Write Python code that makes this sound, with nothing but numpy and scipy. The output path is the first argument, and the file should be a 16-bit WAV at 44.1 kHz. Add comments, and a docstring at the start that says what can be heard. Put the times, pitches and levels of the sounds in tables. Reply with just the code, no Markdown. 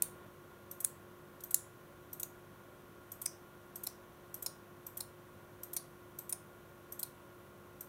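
"""A relay board on an electronics bench in a small room, with a phone microphone close by.
Cooling fans and mains hum run from the start, and one relay of the bank snaps at once.
Then the board steps through its channels: two control relays tick, and the next relay of the bank snaps.
Each armature lands and bounces, ringing its spring and frame, cracking the case and knocking the board.
At the end the first control relay ticks alone over the fans."""
import sys
import numpy as np
from scipy import signal
from scipy.fft import irfft
from scipy.io import wavfile

SR = 44100
rng = np.random.default_rng(int(sys.argv[2]) if len(sys.argv) > 2 else 0)


def materialize(psi):
    """Save the field psi as 16-bit PCM at rate SR to the path in sys.argv[1].

    A 1-D psi becomes a single channel; in a 2-D psi each row is a channel.
    """
    bounded = np.clip(np.atleast_2d(psi).T, -1, 1)
    quanta = np.round(bounded * 32767).astype(np.int16)
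    wavfile.write(sys.argv[1], SR, quanta)


N = 347508
CLICK_SAMPLES = 2048


def undb(db):
    """Decibels to gain."""
    return 10 ** (np.asarray(db) / 20)


def unit(x):
    """Scale to an energy of one."""
    return x / np.sqrt(np.sum(x ** 2))


def noise(points, size, tilt_db=0):
    """Noise of rms one, its spectrum (frequency [Hz], level [dB]) tilted by tilt_db an octave."""
    hz, db = np.transpose(points)
    octave = np.log2(np.maximum(np.fft.rfftfreq(size, 1 / SR), 1))
    tilt = tilt_db * np.maximum(octave - np.log2(hz[0]), 0)
    gain = undb(np.interp(octave, np.log2(hz), db) + tilt)
    return unit(irfft(gain * np.exp(2j * np.pi * rng.random(len(gain))), size)) * np.sqrt(size)


def wander(rate_hz, size=2048):
    """A slow random curve of spread one, turning about rate_hz times a second."""
    hz = np.fft.rfftfreq(size, N / SR / size)
    curve = irfft(np.exp(2j * np.pi * rng.random(len(hz))) / (1 + (hz / rate_hz) ** 2), size)
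    return np.interp(np.arange(N) * size / N, np.arange(size), (curve - curve.mean()) / curve.std())


def fans(air_db=-57, hiss_db=-69, hum_db=1, waver_db=1, drift_hz=0.7, flutter_hz=1.46):
    """Wavering blade and mains tones in a steady rush of air."""
    # fan blades, motors and mains: (frequency [Hz], relative level [dB])
    hum_tones = [(102.3, -69), (150.7, -69.5), (199.2, -70.5), (355.3, -61.5), (403.7, -79), (554.5, -73),
                 (904.4, -89.5), (995.9, -77), (1061, -73.5), (1104, -71), (1130, -78), (1217, -85.5),
                 (1416, -70), (1771, -94), (1836, -83.5), (1986, -81.5), (2277, -84.5), (2982, -100)]
    # air rushing through the fans: (frequency [Hz], relative level [dB])
    air_spectrum = [(25, -16.5), (52, -3), (125, 1.5), (230, -1.5), (320, -1), (430, -3.5), (550, -1),
                    (820, -9), (1050, -5.5), (1220, -9), (1420, -7), (2100, -18.5), (3500, -21.5),
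                    (5000, -34)]
    # the fine hiss above it: (frequency [Hz], relative level [dB])
    hiss_spectrum = [(3000, 0.5), (5000, -6), (5900, -1.5), (7800, -6), (8500, -2.5), (10500, -3.5),
                     (10900, 1), (15650, 0), (15850, -38.5)]
    # hum and air are a little louder at first: (time [s], gain [dB])
    level_curve = [(0, -0.5), (.25, 0.5), (.32, -2), (7.88, -2)]
    hum = 0
    for hz, db in hum_tones:
        # the pitch drifts slowly and turbulence shakes it a little
        pitch_hz = hz + drift_hz * wander(1.0) + flutter_hz * wander(9.6)
        cycles = np.cumsum(pitch_hz) / SR + rng.random()
        hum += undb(hum_db + db + waver_db * wander(4)) * np.sqrt(2) * np.sin(2 * np.pi * cycles)
    air = undb(air_db + 0.17 * wander(5.5)) * noise(air_spectrum, N)
    hiss = undb(hiss_db) * noise(hiss_spectrum, N)
    gain = undb(np.interp(np.arange(N) / SR, *np.transpose(level_curve)))
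    return (hum + air) * gain + hiss


def bounce_envelope(bounces, width_hz, rise_ms=0.49):
    """Every contact tops up a resonance's energy; the wider the resonance, the faster it leaks away."""
    t = np.arange(CLICK_SAMPLES) / SR
    energy = 0
    for ms, db in [(0, 0), *bounces]:
        age = np.maximum(t - ms / 1000, 0)
        rise = 1 - np.exp(-age * 1000 / rise_ms)
        energy += (undb(db) * rise * np.exp(-np.pi * width_hz * age)) ** 2
    return np.sqrt(energy)


def ring(modes, bounces, damping):
    """Struck modes share an energy of one by height and width; damping multiplies their decay rates."""
    t = np.arange(CLICK_SAMPLES) / SR
    sound = 0
    for hz, width, db in modes:
        tone = np.sin(2 * np.pi * (hz * t + rng.random()))
        sound += undb(db) * np.sqrt(width) * unit(bounce_envelope(bounces, damping * width) * tone)
    return unit(sound)


def click(modes, side_modes, bounces, crack_db, tilt_db, knock_db, room_db, damping=1.55,
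          side_crack_db=-7, side_tilt_db=1):
    """An armature lands and bounces: spring and frame ring, the case cracks, the board knocks."""
    # the crowded short modes of the plastic case: (frequency [Hz], relative level [dB])
    case_spectrum = [(700, -43), (1400, -23.5), (2300, -16), (3100, -15), (3900, -5.5), (4700, -10.5),
                     (6500, -1), (9000, 0), (11500, 1), (13500, 4), (15600, -5), (16100, -9)]
    # the circuit board under it: (frequency [Hz], relative level [dB])
    board_spectrum = [(350, -24), (650, 11.5), (850, 8.5), (1600, -1.5), (2400, 2), (3100, -10),
                      (4500, -17.5)]
    case_envelope = bounce_envelope(bounces, width_hz=290)
    board_envelope = bounce_envelope(bounces, width_hz=90)
    knock = undb(knock_db) * unit(board_envelope * noise(board_spectrum, CLICK_SAMPLES))

    def crack(db, tilt):
        return undb(db) * unit(case_envelope * noise(case_spectrum, CLICK_SAMPLES, tilt))

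    direct = ring(modes, bounces, damping) + crack(crack_db, tilt_db) + knock
    sideways = ring(side_modes, [], damping=1) + crack(side_crack_db, side_tilt_db) + knock
    # two rows: straight to the microphone (the energy of 10 ms at rms one), and out into the room
    return np.array([unit(direct), undb(room_db) * unit(sideways)]) * np.sqrt(SR / 100)


def add(track, start_s, sound):
    """Mix a sound into the track at a time."""
    i = max(int(start_s * SR), 0)
    track[:, i:i + sound.shape[1]] += sound[:, :N - i]


def radiated(modes, panel_hz, panel_width_hz, panel_db=-2, blur_hz=520, contrast=0.94):
    """A relay's resonances as the room gets them: its modes blurred and evened out, and its side panel."""
    # how strongly the modes radiate sideways: (frequency [Hz], gain [dB])
    radiation = [(2500, -6), (4300, -2), (5800, 0), (7500, -3.5), (9300, -3), (11200, -5.5), (13000, 1),
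                 (15000, 1.5)]
    hz, width, db = np.transpose(modes)
    curve_hz, curve_db = np.transpose(radiation)
    height = contrast * (db - db.max()) + np.interp(np.log(hz), np.log(curve_hz), curve_db)
    return [*zip(hz, width + blur_hz, height), (panel_hz, panel_width_hz, panel_db)]


def bank_relays():
    """The louder relays snap one after another, each with its own modes and bounce."""
    # one row a relay: (time [s], level [dB], crack against ring [dB], crack tilt [dB/octave],
    # board knock [dB], room send [dB], side panel [Hz], panel width [Hz],
    # second contact [ms], its strength [dB], third contact [ms], its strength [dB])
    snaps = [(0.0214, -26, 0, 5, -29, -13.5, 10000, 1300, 1.06, 6, 2.5, -16),
             (.8430, -27, -9.5, -3, -35, -15, 11300, 1800, 4, 19, 5.8, 8),
             (1.5435, -23.5, -4, 0, -31.5, -15, 9800, 1400, 1.6, -1, 3.3, -15),
             (2.2317, -36, -8, -4, -23, -12, 11630, 900, 1.4, -1, 2.9, -12),
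             (3.2579, -31.5, -9, -1, -18.5, -14.5, 5880, 500, 2.5, 7, 4.1, 4),
             (3.8675, -35.5, -3, 2, -17.5, -14.5, 5800, 500, 3.33, 8, 6.5, -2),
             (4.462, -34.5, -3.5, -1, -17, -13.5, 9500, 730, 2.8, -0.5, 5, -12),
             (5.0051, -38, -4, 0, -17, -11.5, 10840, 650, 2.7, 4, 4.8, -5),
             (5.7652, -33, -2.5, 0.5, -19, -13, 9070, 260, 2, 1, 6.7, -3),
             (6.3251, -33, -6.5, -1, -20.5, -15.5, 9540, 150, 1.5, 3, 5, -1),
             (7.03, -34.5, -6, 0, -19.5, -13.5, 12200, 1300, 2.7, 1, 4.9, -5)]
    # each relay's spring and frame, in the same order: (frequency [Hz], base width [Hz], height [dB])
    bank_modes = [
        [(2510, 160, -19), (4150, 750, -22), (7250, 170, -18), (8540, 1000, -7), (8400, 80, -14),
         (9590, 680, -3), (11200, 180, -19), (12500, 190, -8), (13100, 140, -17), (14400, 170, -14),
         (15100, 180, -10)],
        [(5610, 320, -62), (6670, 95, -11), (7820, 200, -9.5), (8740, 82, 1), (9530, 350, -5.5),
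         (10740, 270, 0), (11300, 140, -14), (11700, 210, -9), (13500, 160, -15), (14400, 420, -10),
         (15300, 230, -7)],
        [(1820, 91, -25.5), (4180, 160, -22.5), (5520, 92, -15), (7080, 230, -5), (7500, 130, -2),
         (8370, 140, -15), (9300, 140, -10), (9480, 110, -7), (11360, 270, 1.5), (13700, 360, -21),
         (14900, 260, -8)],
        [(5960, 140, -22), (6760, 410, -0.5), (8250, 210, -1), (9450, 170, -4), (10700, 260, -5),
         (11600, 220, -5), (12500, 250, -11), (13600, 140, -12), (14600, 380, 4)],
        [(2520, 57, -14), (5010, 95, -3), (5370, 68, -10), (5920, 250, -3.5), (7160, 100, -27), (8140, 89, -4),
         (7960, 280, -6), (9000, 380, 0.5), (10730, 150, 0.5), (11600, 79, -7), (13400, 50, -19),
         (14900, 250, -11)],
        [(4170, 200, -4.5), (5390, 220, -5), (7360, 110, -4), (8800, 120, -10), (9910, 190, -2),
         (10900, 130, -1), (11360, 330, 0), (12500, 150, -10), (13000, 470, -16), (14900, 130, -9),
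         (15200, 120, -14)],
        [(4160, 100, -7.5), (5170, 140, -1), (5540, 69, 1), (6740, 180, -4.5), (8450, 89, -4), (9100, 240, -5),
         (10800, 26, -3), (11260, 96, 3), (13400, 64, -9), (13900, 53, -11), (14900, 79, -11), (15600, 43, -16)],
        [(4120, 130, -2), (4600, 110, -6), (5350, 140, -6), (7100, 160, -9), (8770, 160, -1), (9400, 130, 0),
         (11250, 130, 1), (12000, 110, -11), (12400, 110, -12), (14200, 120, -5), (15400, 120, -2)],
        [(4200, 53, -10), (4470, 51, -8), (5230, 44, -11), (5800, 34, -4), (6250, 94, -6.5), (8060, 23, -8),
         (8800, 65, 1), (9670, 70, 4), (11900, 140, -4), (14000, 70, -14), (14900, 91, -14)],
        [(2500, 87, -22), (5340, 110, -12), (6650, 130, -12), (8100, 120, -13), (8450, 130, -19),
         (9400, 230, 2.5), (10740, 200, -12), (12500, 98, -19), (13600, 130, -20), (16000, 120, -15)],
        [(4180, 150, -3), (4980, 120, -9), (8570, 180, -3), (9330, 170, 2), (11100, 91, -8), (11460, 350, 2),
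         (12500, 120, -3), (13900, 150, -5), (14500, 150, -7), (14800, 130, -7), (15600, 160, -11)],
    ]
    track = np.zeros((2, N))
    for row, modes in zip(snaps, bank_modes):
        start_s, db, crack_db, tilt_db, knock_db, room_db, panel_hz, panel_width_hz, *contacts = row
        side_modes = radiated(modes, panel_hz, panel_width_hz)
        bounces = np.reshape(contacts, (-1, 2))
        snap = click(modes, side_modes, bounces, crack_db, tilt_db, knock_db, room_db)
        add(track, start_s, undb(db) * snap)
    return track


def control_relays(first_db=-43.5, second_db=-40.1, faint_s=1.405, faint_db=-55):
    """Two small relays tick in turn ahead of the bank; the first sometimes lands harder."""
    # the first relay's landings: (time [s], extra force [dB])
    first_ticks = [(0.7124, 0), (1.4370, 1), (2.1302, 1), (3.118, 0), (3.757, 1), (4.3421, 2.5),
                   (4.8658, 0.5), (5.6330, 1), (6.1873, 2.5), (6.9225, 0.5), (7.808, 0.5)]
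    # the second relay's landings: (time [s])
    second_ticks = [0.8034, 1.5077, 2.1974, 3.216, 3.835, 4.424, 4.971, 5.7322, 6.2936, 6.9926]
    # contact chatter: (time after the first touch [ms], strength against it [dB])
    first_bounces = [(2.1, 4), (4.6, -1), (8, -12), (10.2, -10.5)]
    second_bounces = [(1.6, -0.5), (3.5, 4), (5.6, -8), (10, -5)]
    # spring and frame: (frequency [Hz], base width [Hz], height [dB])
    first_modes = [(3350, 75, -15), (5920, 150, -4), (6960, 250, -13), (8360, 110, 2.5), (9900, 160, -11),
                   (10730, 110, -5), (11520, 64, 3), (12680, 84, 6.5), (13020, 100, 11), (13600, 120, -1),
                   (15100, 100, -2)]
    second_modes = [(3320, 55, -11), (8110, 180, 0.5), (9350, 110, -17), (11300, 68, -4.5),
                    (10950, 100, 4.5), (11000, 180, -4), (11700, 90, 4), (13700, 130, 1.5), (13000, 180, 5),
                    (13500, 140, 2), (13900, 140, 0), (15300, 410, -24)]
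    # broad resonances sounding sideways into the room: (frequency [Hz], width [Hz], height [dB])
    first_side = [(8500, 370, -13.5), (12700, 310, 1), (14200, 990, -9)]
    second_side = [(8050, 400, -8), (12000, 1500, -2), (13900, 1700, -9.5)]
    track = np.zeros((2, N))
    for start_s, force_db in first_ticks:
        # a harder landing cracks the case louder and lower
        tick = click(first_modes, first_side, first_bounces, crack_db=-9.5 + 1.3 * force_db,
                     tilt_db=3.5 - 0.9 * force_db, knock_db=-23, room_db=-6.5, damping=3.0)
        add(track, start_s, undb(first_db + force_db) * tick)
    for start_s in second_ticks:
        tick = click(second_modes, second_side, second_bounces,
                     crack_db=-3, tilt_db=2, knock_db=-23, room_db=-8.5, damping=1.2)
        add(track, start_s, undb(second_db) * tick)
    faint_tick = click(first_modes, second_side, first_bounces,
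                       crack_db=8, tilt_db=-3, knock_db=-27, room_db=-7)
    add(track, faint_s, undb(faint_db) * faint_tick)
    return track


def room(sound, early_db=-4, low_t60=0.28, high_t60=0.22, early_t60=0.081, gap_s=0.0051, split_hz=9000):
    """Quick scatter off desk and screens, then a short tail whose treble dies first."""
    t = np.arange(SR // 2) / SR
    age = np.maximum(t - gap_s, 0)
    low, high, near = rng.standard_normal((3, len(t))) * (age > 0)
    low = signal.sosfilt(signal.butter(2, split_hz, fs=SR, output="sos"), low)
    high = signal.sosfilt(signal.butter(2, split_hz, "high", fs=SR, output="sos"), high)
    fade = np.exp(-np.log(1000) * age)  # 60 dB a second
    tail = low * fade ** (1 / low_t60) + undb(-4.5) * high * fade ** (1 / high_t60)
    early = near ** 3 * fade ** (1 / early_t60)  # a few strong reflections among many weak ones
    return signal.fftconvolve(sound, unit(tail) + undb(early_db) * unit(early))[:N]


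def scene():
    """At the bench, in mono: the relays close up, the small room behind them, the fans underneath."""
    direct, sideways = control_relays() + bank_relays()
    return (direct + room(sideways) + fans())[None]


def record(dry):
    """The phone cuts the very top."""
    top_hz = 15950
    return signal.sosfilt(signal.ellip(10, .2, 70, top_hz, fs=SR, output="sos"), dry)


dry = scene()
out = record(dry)
materialize(out)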